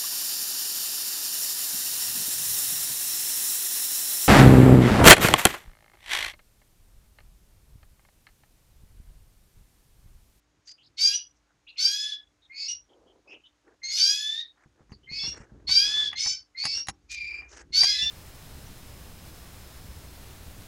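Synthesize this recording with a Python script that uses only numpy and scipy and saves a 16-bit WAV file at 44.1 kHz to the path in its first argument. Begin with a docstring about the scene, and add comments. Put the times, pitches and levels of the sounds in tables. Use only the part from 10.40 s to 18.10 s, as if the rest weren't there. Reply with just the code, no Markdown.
"""A finch in a small room

A caged finch makes nasal mewing cries, rising two-voiced chirps, a hoarse purr and soft peeps.
The two sides of its voice box (the syrinx) sound alone or together, and the walls add a short echo.
Something rustles softly, and a hand-held recorder creaks and thumps as it is moved."""
import sys
import numpy as np
from scipy import signal
from scipy.fft import rfft, irfft
from scipy.io import wavfile
from scipy.ndimage import uniform_filter1d

SR = 44100
rng = np.random.default_rng(int(sys.argv[2]) if len(sys.argv) > 2 else 0)


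def inscribe(sig):
    """Save sig as 16-bit PCM at rate SR to the path in sys.argv[1].

    A 1-D sig is mono; a 2-D sig holds one channel per row.
    Samples are clipped to [-1, 1] before scaling.
    """
    pcm = np.round(np.clip(np.atleast_2d(sig).T, -1, 1) * 32767)
    wavfile.write(sys.argv[1], SR, pcm.astype(np.int16))


N = 339570
TIME = np.arange(N) / SR

# Levels in the tables are starting points: the functions turn them up or down.
# Nasal cries: start_s, length_s, from_hz, crest_hz, goal_hz, end_bend_share, crest_s, swell_db,
# piercing_db, mellow_db, edge_db, fade_db_per_s, treble_limit_hz
CRIES = [(0.579, 0.17, 748.7, 792, 841, 0.0077, 0.075, 4, -29, -31.5, -27, 55, 13000),
         (1.38, 0.3698, 738, 782.8, 878, -0.027, 0.075, 4, -28, -29, -27.5, 78, 14000),
         (3.489, 0.53, 682, 812.8, 879.1, 0.097, 0.2, 14.5, -26.5, -30.5, -25.5, 101.5, 15000),
         (5.281, 0.4029, 751.5, 798.8, 895, -0.057, .115, 2.5, -23.5, -24, -27.5, 112.5, 13110),
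         (5.775, 0.18, 747.5, 757, 788, 0.0, 0.12, -1.5, -38.5, -43.5, -29, 123.5, 8730),
         (7.333, .4, 748.3, 780.7, 895.3, 0.00645, 0.093, 4, -23, -27.5, -27.5, 99, 15760)]
# Moments when a cry breaks into a rasp: middle_s, width_s, boost_db
VOICE_BREAKS = [(0.746, 0.062, 4), (3.59, 0.028, 13), (5.878, 0.1, 2.5), (7.52, 0.13, 5)]
# How the throat shapes the piercing voice: frequency_hz, level_db
PIERCING_COLOUR = [(1400, -33.5), (2300, -12.5), (3200, -7.5), (3900, -13), (4700, 7), (5400, -3)]
# The mellow voice's harmonics (whole multiples of the pitch): multiple, level_db
MELLOW_HARMONICS = [(2, -12), (4, 5), (8, -30.5), (10, -30), (12, -39.5), (14, -48)]
# A cry's bright edge, made of its high harmonics: frequency_hz, level_db
EDGE_COLOUR = [(5000, 0.5), (5600, -0.5), (6500, -9.5), (7300, -18.5), (8500, -25.5), (11500, -26),
               (13000, -39.5), (15500, -45)]
# Air rasping in the throat: frequency_hz, level_db
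RASP_COLOUR = [(1400, -46), (2100, -10), (2900, -1.5), (4400, 7.5), (6000, -1.5), (7500, -12.5),
               (11500, -25.5), (15500, -38.5)]
# Notes of the voice box's low side: start_s, length_s, from_hz, to_hz, arch_hz, base_db, octave_db,
# octave_opens_s, third_vs_octave_db
LOW_NOTES = [(2.1, 0.17, 2072, 2148, 135, -53.5, -40.5, 0.1166, -17),
             (3.423, 0.12, 2085, 2180, 33.5, -47, -38.5, .022, -6.5),
             (4.673, .195, 2083, 2125, 130.5, -52, -40, 0.063, -26),
             (5.752, 0.183, 2062, 2341, 70.5, -48.5, -43.5, 0.0106, -12),
             (6.152, .2, 2063, 2207, 123.5, -49.5, -35, 0.05, -38),
             (7.468, 0.14, 2170, 1985, -42, -46, -38.5, 0.0046, -27)]
# Notes of its high side: start_s, length_s, from_hz, leap_after_s, leap_hz, base_db, octave_db, leap_db
HIGH_NOTES = [(0.715, 0.04734, 2700, 0.017, 2920, -40, -17, 5),
              (2.127, 0.1987, 2412, 0.1545, 2860, -52, -41, 11.5),
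              (4.707, 0.2, 2456, .158, 2790, -48, -37.5, 5), (6.185, 0.22, 2415, .16, 2800, -48, -35, 4.5),
              (7.522, 0.13, 2487, 0.1, 2790, -46, -41, 9)]
# Breath around the chirps: frequency_hz, level_db
BREATH_COLOUR = [(1400, -34.5), (2300, -13), (3400, -6), (4800, 0.5), (6300, -6.5), (7500, -13.5),
                 (11500, -27), (14000, -38)]
# Soft peeps: start_s, length_s, from_hz, to_hz, level_db, octave_vs_level_db, hoarseness
PEEPS = [(0.275, 0.046, 4660, 4920, -49, -36.5, .3), (0.38, 0.0487, 2935, 3120, -59, -20, 0.7),
         (0.43, 0.0504, 3850, 4450, -59, -29, 1.23), (1.269, .045, 2698, 2708, -51.5, -28, 0.53),
         (1.278, 0.032, 3750, 3780, -52.5, -36, 0.98), (1.359, 0.054, 2660, 2810, -53, -26, 0.69),
         (2.019, 0.048, 3676, 3740, -61, -27.5, 0.58), (2.491, 0.0556, 3200, 3101, -63, -18, .5),
         (2.666, 0.061, 3103, 3123, -62.5, -14.5, 0.46), (2.876, 0.061, 2570, 2550, -54.5, -9, 0.47),
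         (2.908, 0.048, 2618, 2764, -50, -22.5, 0.85), (3.036, 0.0414, 3030, 3041, -57, -21, 0.26),
         (3.051, .03, 3650, 3580, -60, -21, 0.63), (4.523, 0.0319, 4550, 4643, -55.5, -30, .4),
         (4.632, 0.042, 3080, 3040, -59.5, -29, 0.34)]
# Creaks and bumps of the recorder's case: start_s, click_db, snap_vs_click_db, thump_db
KNOCKS = [(4.26, -57, -16.5, -47), (4.407, -55.5, -15, -51.5), (4.495, -50.5, -18, -54),
          (4.519, -40, -11, -34), (4.715, -50, -17.5, -38.5), (4.837, -40, -18, -37),
          (4.878, -43, -2.5, -37.5), (4.979, -56, -19.5, -61), (5.004, -59.5, -16, -39),
          (5.12, -69.5, -17.5, -43), (5.292, -29.5, -13, -39.5), (5.73, -27.5, -14.5, -59.5),
          (5.861, -27.5, -16.5, -43), (6.253, -20, 1.5, -36.5), (6.485, -21.5, 3.5, -34.5),
          (7.02, -40, -17, -62), (7.306, -63, -25, -46), (7.433, -20.5, 2.5, -42), (7.626, -42, -10, -40),
          (7.661, -40, -17, -43.5)]
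# Ringing tones of the case: pitch_hz, level_db, ring_s (time to fade by 60 dB)
CASE_TONES = [(783.8, -9, 0.023), (1095, -6, 0.013), (1943, -1.5, 0.0089), (2773, -5, 0.0071),
              (4000, -4.5, 0.0063), (5260, -5.5, 0.0052), (6640, -7.5, 0.02), (7740, -14.5, 0.01056),
              (10047, -7.5, 0.0082)]
# Low tones of its body: pitch_hz, level_db, ring_s
THUMP_TONES = [(79.5, -15.5, 0.053), (144.2, -1, 0.0558), (209.9, -7.5, 0.092), (316, -16, 0.039)]
# Dry rustles of feathers: start_s, length_s, level_db
FEATHER_RUSTLES = [(0.263, 0.0614, -51), (0.882, .035, -75), (0.952, 0.038, -60.5), (2.883, .07, -63),
                   (4.482, 0.069, -62.5), (6.703, 0.047, -42), (7.091, 0.1273, -54)]
# The feathers' hiss: frequency_hz, level_db
FEATHER_COLOUR = [(1500, -4), (3000, -3), (4500, 0), (6300, 4.5), (8500, -10), (14000, -25)]
# Soft rubs: start_s, length_s, body_db, scratch_db
RUBS = [(1.062, 0.072, -85.5, -66.5), (2.492, 0.31, -62, -84), (2.864, 0.12, -57.5, -72.5),
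        (3.252, 0.09, -61.5, -64), (4.178, 0.077, -73.5, -59), (4.367, 0.065, -65, -64.5),
        (4.821, 0.067, -58.5, -54.5), (4.924, 0.1143, -55, -52.5), (5.036, 0.23, -65.5, -67),
        (5.446, 0.23, -60, -50), (6.35, 0.066, -62.5, -52.5), (6.9, 0.19, -65, -60),
        (7.121, .11, -57.5, -52.5)]
# The dull body of a rub: frequency_hz, level_db
RUB_BODY_COLOUR = [(200, -8.5), (330, 4.5), (450, 2.5), (750, -6.5), (1200, -13.5), (3000, -39.5)]
# Its scratchy top: frequency_hz, level_db
RUB_SCRATCH_COLOUR = [(600, -13), (1100, -12.5), (1700, -6.5), (2300, -13.5), (4000, -23), (8000, -13.5)]
# How long the room echoes: frequency_hz, ring_s
ECHO_TIMES = [(500, .34), (3000, .28), (6000, .24), (9000, .17), (15000, .11)]
# Where the noise suppressor starts to close: frequency_hz, threshold_db
QUIET_LIMITS = [(200, -95.5), (1000, -84), (2000, -67), (3500, -61.5), (6000, -66), (9000, -67.5),
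                (15000, -81)]
# Rumble of the hand, still at first, then shifting its grip: time_s, level_db
GRIP_LEVELS = [(0.0, -74.5), (0.7, -72.5), (2.0, -78.5), (3.8, -71), (4.4, -74.5), (4.7, -56), (5.0, -52.5),
               (5.5, -58), (5.95, -57), (6.12, -77.5), (6.35, -57.5), (6.6, -64.5), (7.3, -59.5),
               (7.7, -59.5)]
# The depth of that rumble: frequency_hz, level_db
GRIP_COLOUR = [(32, -15), (50, 3.5), (70, 1.5), (150, -7.5), (220, -13), (300, -9), (500, -17)]
# Steady hum and a thin whine: pitch_hz, level_db
HUM_TONES = [(54, -81.5), (297, -82), (6675, -91.5)]
# Two low tones that beat against each other: pitch_hz, level_db
DRONE_TONES = [(53.8, -59), (67.5, -62)]
# Hiss of the still room: frequency_hz, level_db
HISS_COLOUR = [(25, -14.5), (55, -12.5), (100, -12), (170, -17.5), (300, -17.5), (500, -15.5), (1500, -18),
               (3000, -22.5), (4500, -24), (6500, -24), (8000, -30.5), (11000, -38), (15500, -44.5)]


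def cries(rise_s=.125, bend_s=.055, mellow_lag_db=28, mellow_grow_s=.09, odd_loss_db=-9):
    """A cry starts piercing; as it mellows, odd harmonics fade and it seems to rise an octave."""
    out = np.zeros(N)
    for (start, length, from_hz, crest_hz, goal_hz, bend, crest_s, swell_db,
         piercing_db, mellow_db, edge_db, fade_db_per_s, limit_hz) in CRIES:
        t0, age, on = note(start, length, fade=.03)
        size = len(age)
        # the pitch climbs to a crest, eases toward its goal, then bends as the air runs out
        past_crest = np.maximum(age - crest_s, 0)
        pitch = np.interp(age, [0, crest_s], [from_hz, crest_hz])
        pitch += (goal_hz - crest_hz) * (1 - np.exp(-past_crest / rise_s))
        pitch *= 1 + bend * np.exp((age - length) / bend_s)
        # levels in dB: the mellow voice starts far down and catches up
        swell = -swell_db * ease_out(age, crest_s)
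        faded = fade_db_per_s * past_crest
        piercing = piercing_db + swell - faded
        mellow = mellow_db + swell - mellow_lag_db * np.exp(-age / mellow_grow_s)
        calm = from_db(mellow) / (from_db(mellow) + from_db(piercing))   # 0 piercing, 1 mellow
        closing = calm * ease_out(length - age, span_s=.11)   # the closing beak dulls the end
        mellow -= 2 * closing
        edge = edge_db + swell - .58 * faded - 13 * closing
        harsh_db = sum(db * np.exp(-((start + age - s) / width) ** 2) for s, width, db in VOICE_BREAKS)
        scoop = 1 - .04 * np.exp(-age / .02)   # the pitch slides up as pressure builds
        phase = vibrate(pitch * scoop, jitter=.0072 * from_db(harsh_db / 2), rate_hz=240)
        beak = 1 - np.exp(-(age / .023) ** 2)   # the opening beak lets the treble out a moment later
        voice = sum(tone(round(k) * phase, mellow - 7 + db) for k, db in MELLOW_HARMONICS)
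        for k in (2, 3, 5, 6):
            level = piercing - 2 + at_hz(PIERCING_COLOUR, k * pitch) + k % 2 * calm * odd_loss_db
            voice += tone(k * phase, level + 3.56 * drift(23, size))
        for k in range(7, 20):
            level = edge - 3 + at_hz(EDGE_COLOUR, k * pitch) + k % 2 * calm * odd_loss_db
            blur = .06 * (k - 6) * drift(130, size)   # the highest harmonics are the least steady
            offset = rng.uniform(0, 2 * np.pi)
            voice += beak * tone(k * phase + blur + offset, level + 3.8 * drift(67, size))
        voice *= 1 + .18 * (1 - calm) * drift(220, size)   # the membrane flutters until the cry mellows
        # air escapes in puffs, once a cycle, most of all before the membranes get going
        effort = np.sqrt(from_db(piercing) ** 2 + from_db(edge) ** 2 + from_db(mellow + 1) ** 2)
        air = effort * from_db(harsh_db - 17) * (1 + 3 * np.exp(-age / .03))
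        voice += air * noise(RASP_COLOUR, size) * (1 + .6 * np.cos(phase))
        attack = 1 - .44 * np.exp(-age / .015)
        treble_limit = signal.butter(4, min(limit_hz, .45 * SR), fs=SR, output="sos")
        add(out, t0, signal.sosfilt(treble_limit, on * attack * voice))
    return out


def chirps(sum_tone_db=-6, breath_db=-14):
    """Both sides of the voice box shake each other, adding a tone at the sum of their pitches."""
    low, low_phase, low_strength = voice_side(low_note, LOW_NOTES, gain_db=3, jitter=.0088)
    high, high_phase, high_strength = voice_side(high_note, HIGH_NOTES, gain_db=-1, jitter=.01)
    sum_tone = np.sqrt(low_strength * high_strength) * tone(low_phase + high_phase, sum_tone_db)
    breath = np.hypot(low_strength, high_strength) * from_db(breath_db) * noise(BREATH_COLOUR)
    return low + high + sum_tone + breath


def voice_side(shape_note, rows, gain_db, jitter):
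    """One membrane sings three harmonics; returns its sound, its phase and its octave's strength."""
    sound, phases, strength = np.zeros((3, N))
    for row in rows:
        t0, on, pitch, base_db, octave_db, third_db = shape_note(*row)
        phase = vibrate(pitch, jitter, rate_hz=260)
        shimmer = 1 + .3 * drift(220, len(on))
        voice = tone(phase, base_db) + tone(2 * phase, octave_db) + tone(3 * phase, octave_db + third_db)
        add(sound, t0, on * shimmer * from_db(gain_db) * voice)
        add(phases, t0, phase)
        add(strength, t0, on * from_db(gain_db + octave_db))
    return sound, phases, strength


def low_note(start, length, from_hz, to_hz, arch_hz, base_db, octave_db, open_s, third_db):
    """The low side bends its pitch in an arch; its octave fades in and its base tone weakens."""
    t0, age, on = note(start, length, fade=.02)
    progress = age / length
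    pitch = from_hz + (to_hz - from_hz) * progress + arch_hz * arch(progress)
    sink_db = 3.5 * progress ** 2
    shut_db = 38.5 * ease_out(age, open_s)
    return t0, on, pitch, base_db - sink_db, octave_db - shut_db, third_db


def high_note(start, length, from_hz, leap_after_s, leap_hz, base_db, octave_db, leap_db,
              third_db=-30, glide_hz_per_s=1800):
    """The high side glides up, then leaps to a louder, steady closing pitch."""
    t0, age, on = note(start, length, fade=.02)
    leapt = .5 + .5 * np.tanh((age - leap_after_s) / .0017)
    pitch = (1 - leapt) * (from_hz + glide_hz_per_s * age) + leapt * leap_hz
    push_db = leap_db * leapt
    shut_db = 38.5 * ease_out(age, span_s=.085)
    return t0, on, pitch, base_db + push_db, octave_db + push_db - shut_db, third_db


def whistle(pitch_hz=3436, level_db=-35, fade_db_per_s=74):
    """A thin, fading whistle over one chirp."""
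    out = np.zeros(N)
    t0, age, on = note(start=4.793, length=.071, fade=.0074)
    phase = vibrate(np.full(len(age), pitch_hz), jitter=.0032, rate_hz=120)
    add(out, t0, on * tone(phase, level_db - fade_db_per_s * age))
    return out


def purr(start_s=6.7, length_s=.31, pitch_hz=2425, sag_hz=62.6, throb_hz=27):
    """A slack membrane rattles in quick throbs, sagging in pitch and swelling in the middle."""
    out = np.zeros(N)
    t0, age, on = note(start_s, length_s, fade=.035)
    middle = arch(age / length_s)
    phase = vibrate(pitch_hz - sag_hz * middle, jitter=.028, rate_hz=260)
    swell_db = 6.5 * middle
    voice = sum(tone(k * phase, db + swell_db) for k, db in enumerate((-43.5, -57, -72, -78), 1))
    voice += from_db(-45.5 - 67.5 * age) * noise(RASP_COLOUR, len(age))   # the rasp dies away
    throb = 1 + .227 * np.sin(vibrate(np.full(len(age), throb_hz), jitter=.15, rate_hz=12))
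    add(out, t0, on * throb * voice)
    return out


def peeps(hoarse_jitter=.096):
    """Quiet gliding notes, made hoarse by an unsteady pitch."""
    out = np.zeros(N)
    for start, length, from_hz, to_hz, level_db, octave_db, hoarseness in PEEPS:
        t0, age, on = note(start, length, fade=.0099)
        pitch = from_hz + (to_hz - from_hz) * age / length
        phase = vibrate(pitch, hoarseness * hoarse_jitter, rate_hz=400)
        add(out, t0, on * (tone(phase, level_db) + tone(2 * phase, level_db + octave_db)))
    return out


def knocks(slip_s=.0056, slip_db=-17, treble_from_hz=3300):
    """The plastic case slips and rings: snaps ring its high tones, and the jolt thumps its body."""
    clicks, snaps, pushes = np.zeros((3, N))
    t = TIME[:SR // 40]
    for start, click_db, snap_db, thump_db in KNOCKS:
        for lag_s, share_db in ((-.014, -17), (0, -4), (.0105, -11)):   # light tick, creak, spring back
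            slip = from_db(slip_db) * rng.standard_normal(len(t)) * np.exp(-t / slip_s)
            slip[0] = 1   # one sharp click leads the tiny after-slips
            add(clicks, start + lag_s, from_db(click_db + share_db) * slip)
            add(snaps, start + lag_s, from_db(click_db + share_db + snap_db) * slip)
        add(pushes, start, from_db([thump_db]))
    case = sum((-1) ** k * from_db(db) * ring(clicks if hz < treble_from_hz else snaps, hz, ring_s)
               for k, (hz, db, ring_s) in enumerate(CASE_TONES))
    thump = sum(from_db(db) * ring(pushes, hz, ring_s) for hz, db, ring_s in THUMP_TONES)
    return case + from_db(-4) * snaps + thump


def rustles():
    """Feathers and rubbed surfaces catch and slip, so their noise comes in uneven grains."""
    feathers, body, scratch = np.zeros((3, N))
    for start, length, level_db in FEATHER_RUSTLES:
        t0, _, on = note(start, length, fade=.062)
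        add(feathers, t0, on * from_db(level_db))
    for start, length, body_db, scratch_db in RUBS:
        t0, _, on = note(start, length, fade=.079)
        add(body, t0, on * from_db(body_db))
        add(scratch, t0, on * from_db(scratch_db))
    grains = rms_one(from_db(2.5 * drift(70, N)))
    return grains * (feathers * noise(FEATHER_COLOUR) + body * noise(RUB_BODY_COLOUR)
                     + scratch * noise(RUB_SCRATCH_COLOUR))


def room_echo(sound, gain_db=-4, build_s=.003):
    """Near walls throw back a dense echo whose treble dies first."""
    t, tail = TIME[:SR // 2], 0
    edges_hz = np.geomspace(200, 16000, 10)
    for low, high in zip(edges_hz, edges_hz[1:]):
        band_filter = signal.butter(2, [low, high], "band", fs=SR, output="sos")
        band = signal.sosfilt(band_filter, rng.standard_normal(len(t)))
        ring_s = at_hz(ECHO_TIMES, np.sqrt(low * high))
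        decay = from_db(-60 * t / ring_s) * (1 - np.exp(-t / build_s))
        tail = tail + band * decay / np.sqrt(np.sum(decay ** 2))
    return from_db(gain_db) * signal.fftconvolve(sound, tail)[:N]


def suppress_noise(sound):
    """The recorder turns down each frequency band as it falls quiet, cutting the echoes short."""
    hz, _, frames = signal.stft(sound, SR, nperseg=512, noverlap=384)
    power = 16 * uniform_filter1d(np.abs(frames) ** 2, size=12, axis=0)
    gain = power / (np.abs(power) + from_db(at_hz(QUIET_LIMITS, hz))[:, None] ** 2)
    return signal.istft(frames * gain, SR, nperseg=512, noverlap=384)[1][:N]


def hand_rumble(lumps_db=4, jolt_db=-12, jolt_s=.026):
    """The hand's grip rumbles unevenly, and each knock stirs it up."""
    grip = from_db(np.interp(TIME, *np.transpose(GRIP_LEVELS)) - 1)
    grip *= rms_one(from_db(lumps_db * drift(5.6, N)))
    for start, _, _, thump_db in KNOCKS:
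        add(grip, start, from_db(thump_db + jolt_db) * np.exp(-TIME[:SR // 4] / jolt_s))
    return uniform_filter1d(grip, size=400) * noise(GRIP_COLOUR)


def background(hiss_db=-74):
    """Room hiss, a faint hum, and a low drone that swells near the end."""
    hum = sum(tone(2 * np.pi * hz * TIME, db) for hz, db in HUM_TONES)
    drone = sum(tone(2 * np.pi * hz * TIME, db) for hz, db in DRONE_TONES)
    drone *= gate(TIME, start=6.66, end=7.66, fade=.13)
    return hum + drone + from_db(hiss_db) * noise(HISS_COLOUR)


def from_db(db):
    """Turn decibels into a multiplier."""
    return 10 ** (np.asarray(db) / 20)


def rms_one(x):
    """Scale a signal so its average strength (rms) is 1."""
    return x / np.sqrt(np.mean(x ** 2) + 1e-20)


def at_hz(points, hz):
    """Read between a table's rows, with frequency spaced by octaves."""
    known_hz, value = np.transpose(points)
    return np.interp(np.log(np.maximum(hz, 1)), np.log(known_hz), value)


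def noise(colour, size=N):
    """Noise of strength 1, shaped by a colour table and falling away beyond its ends."""
    hz = np.fft.rfftfreq(size, 1 / SR) + 1
    ends = 1 / (1 + (colour[0][0] / hz) ** 8) / (1 + (hz / colour[-1][0]) ** 8)
    white = rfft(rng.standard_normal(size))
    return rms_one(irfft(white * from_db(at_hz(colour, hz)) * ends, size))


def drift(rate_hz, size):
    """A smooth random wander of strength 1; a higher rate wanders faster."""
    r = np.exp(-2 * np.pi * rate_hz / SR)
    return rms_one(signal.lfilter([1], [1, -2 * r, r * r], rng.standard_normal(size + 4000))[4000:])


def add(out, start, sound):
    """Mix a sound in at a time in seconds."""
    i = max(int(start * SR), 0)
    out[i:i + len(sound)] += sound[:max(N - i, 0)]


def gate(t, start, end, fade):
    """Fade smoothly on and off, half open at start and end."""
    return np.sin(np.pi / 2 * np.clip(np.minimum(t - start, end - t) / fade + .5, 0, 1)) ** 2


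def note(start, length, fade):
    """When a note's lead-in begins, its age in seconds at each sample, and its on-off curve."""
    t = np.arange(int((start - fade) * SR), int((start + length + fade) * SR)) / SR
    return t[0], np.clip(t - start, 0, length), gate(t, start, start + length, fade)


def vibrate(pitch, jitter, rate_hz):
    """Phase (progress through the cycles) of a vibration whose pitch trembles."""
    return 2 * np.pi * np.cumsum(pitch * (1 + jitter * drift(rate_hz, len(pitch)))) / SR


def tone(phase, level_db):
    """A pure tone at this average level."""
    return np.sqrt(2) * from_db(level_db) * np.sin(phase)


def ring(clicks, hz, ring_s):
    """Each click starts a tone that fades by 60 dB in ring_s."""
    r, w = from_db(-60 / (ring_s * SR)), 2 * np.pi * hz / SR
    return signal.lfilter([0, np.sin(w)], [1, -2 * r * np.cos(w), r * r], clicks + 1e-18)


def arch(progress):
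    """0 at both ends of a note, 1 in its middle."""
    return 4 * progress * (1 - progress)


def ease_out(age, span_s):
    """Ease from 1 down to 0 over this span."""
    return np.clip(1 - age / span_s, 0, 1) ** 2


def scene():
    """The bird in its room and small noises near the microphone, over a faint background."""
    bird = cries() + chirps() + whistle() + purr() + peeps()
    near = knocks() + rustles()
    echo = room_echo(bird + from_db(-22.5) * near)
    return (suppress_noise(bird + near + echo) + hand_rumble() + background())[None]


def record(dry, cutoff_hz=15750):
    """Cut off the very highest treble steeply."""
    return signal.sosfilt(signal.ellip(10, .1, 90, cutoff_hz, fs=SR, output="sos"), dry)


dry = scene()
out = record(dry)
inscribe(out)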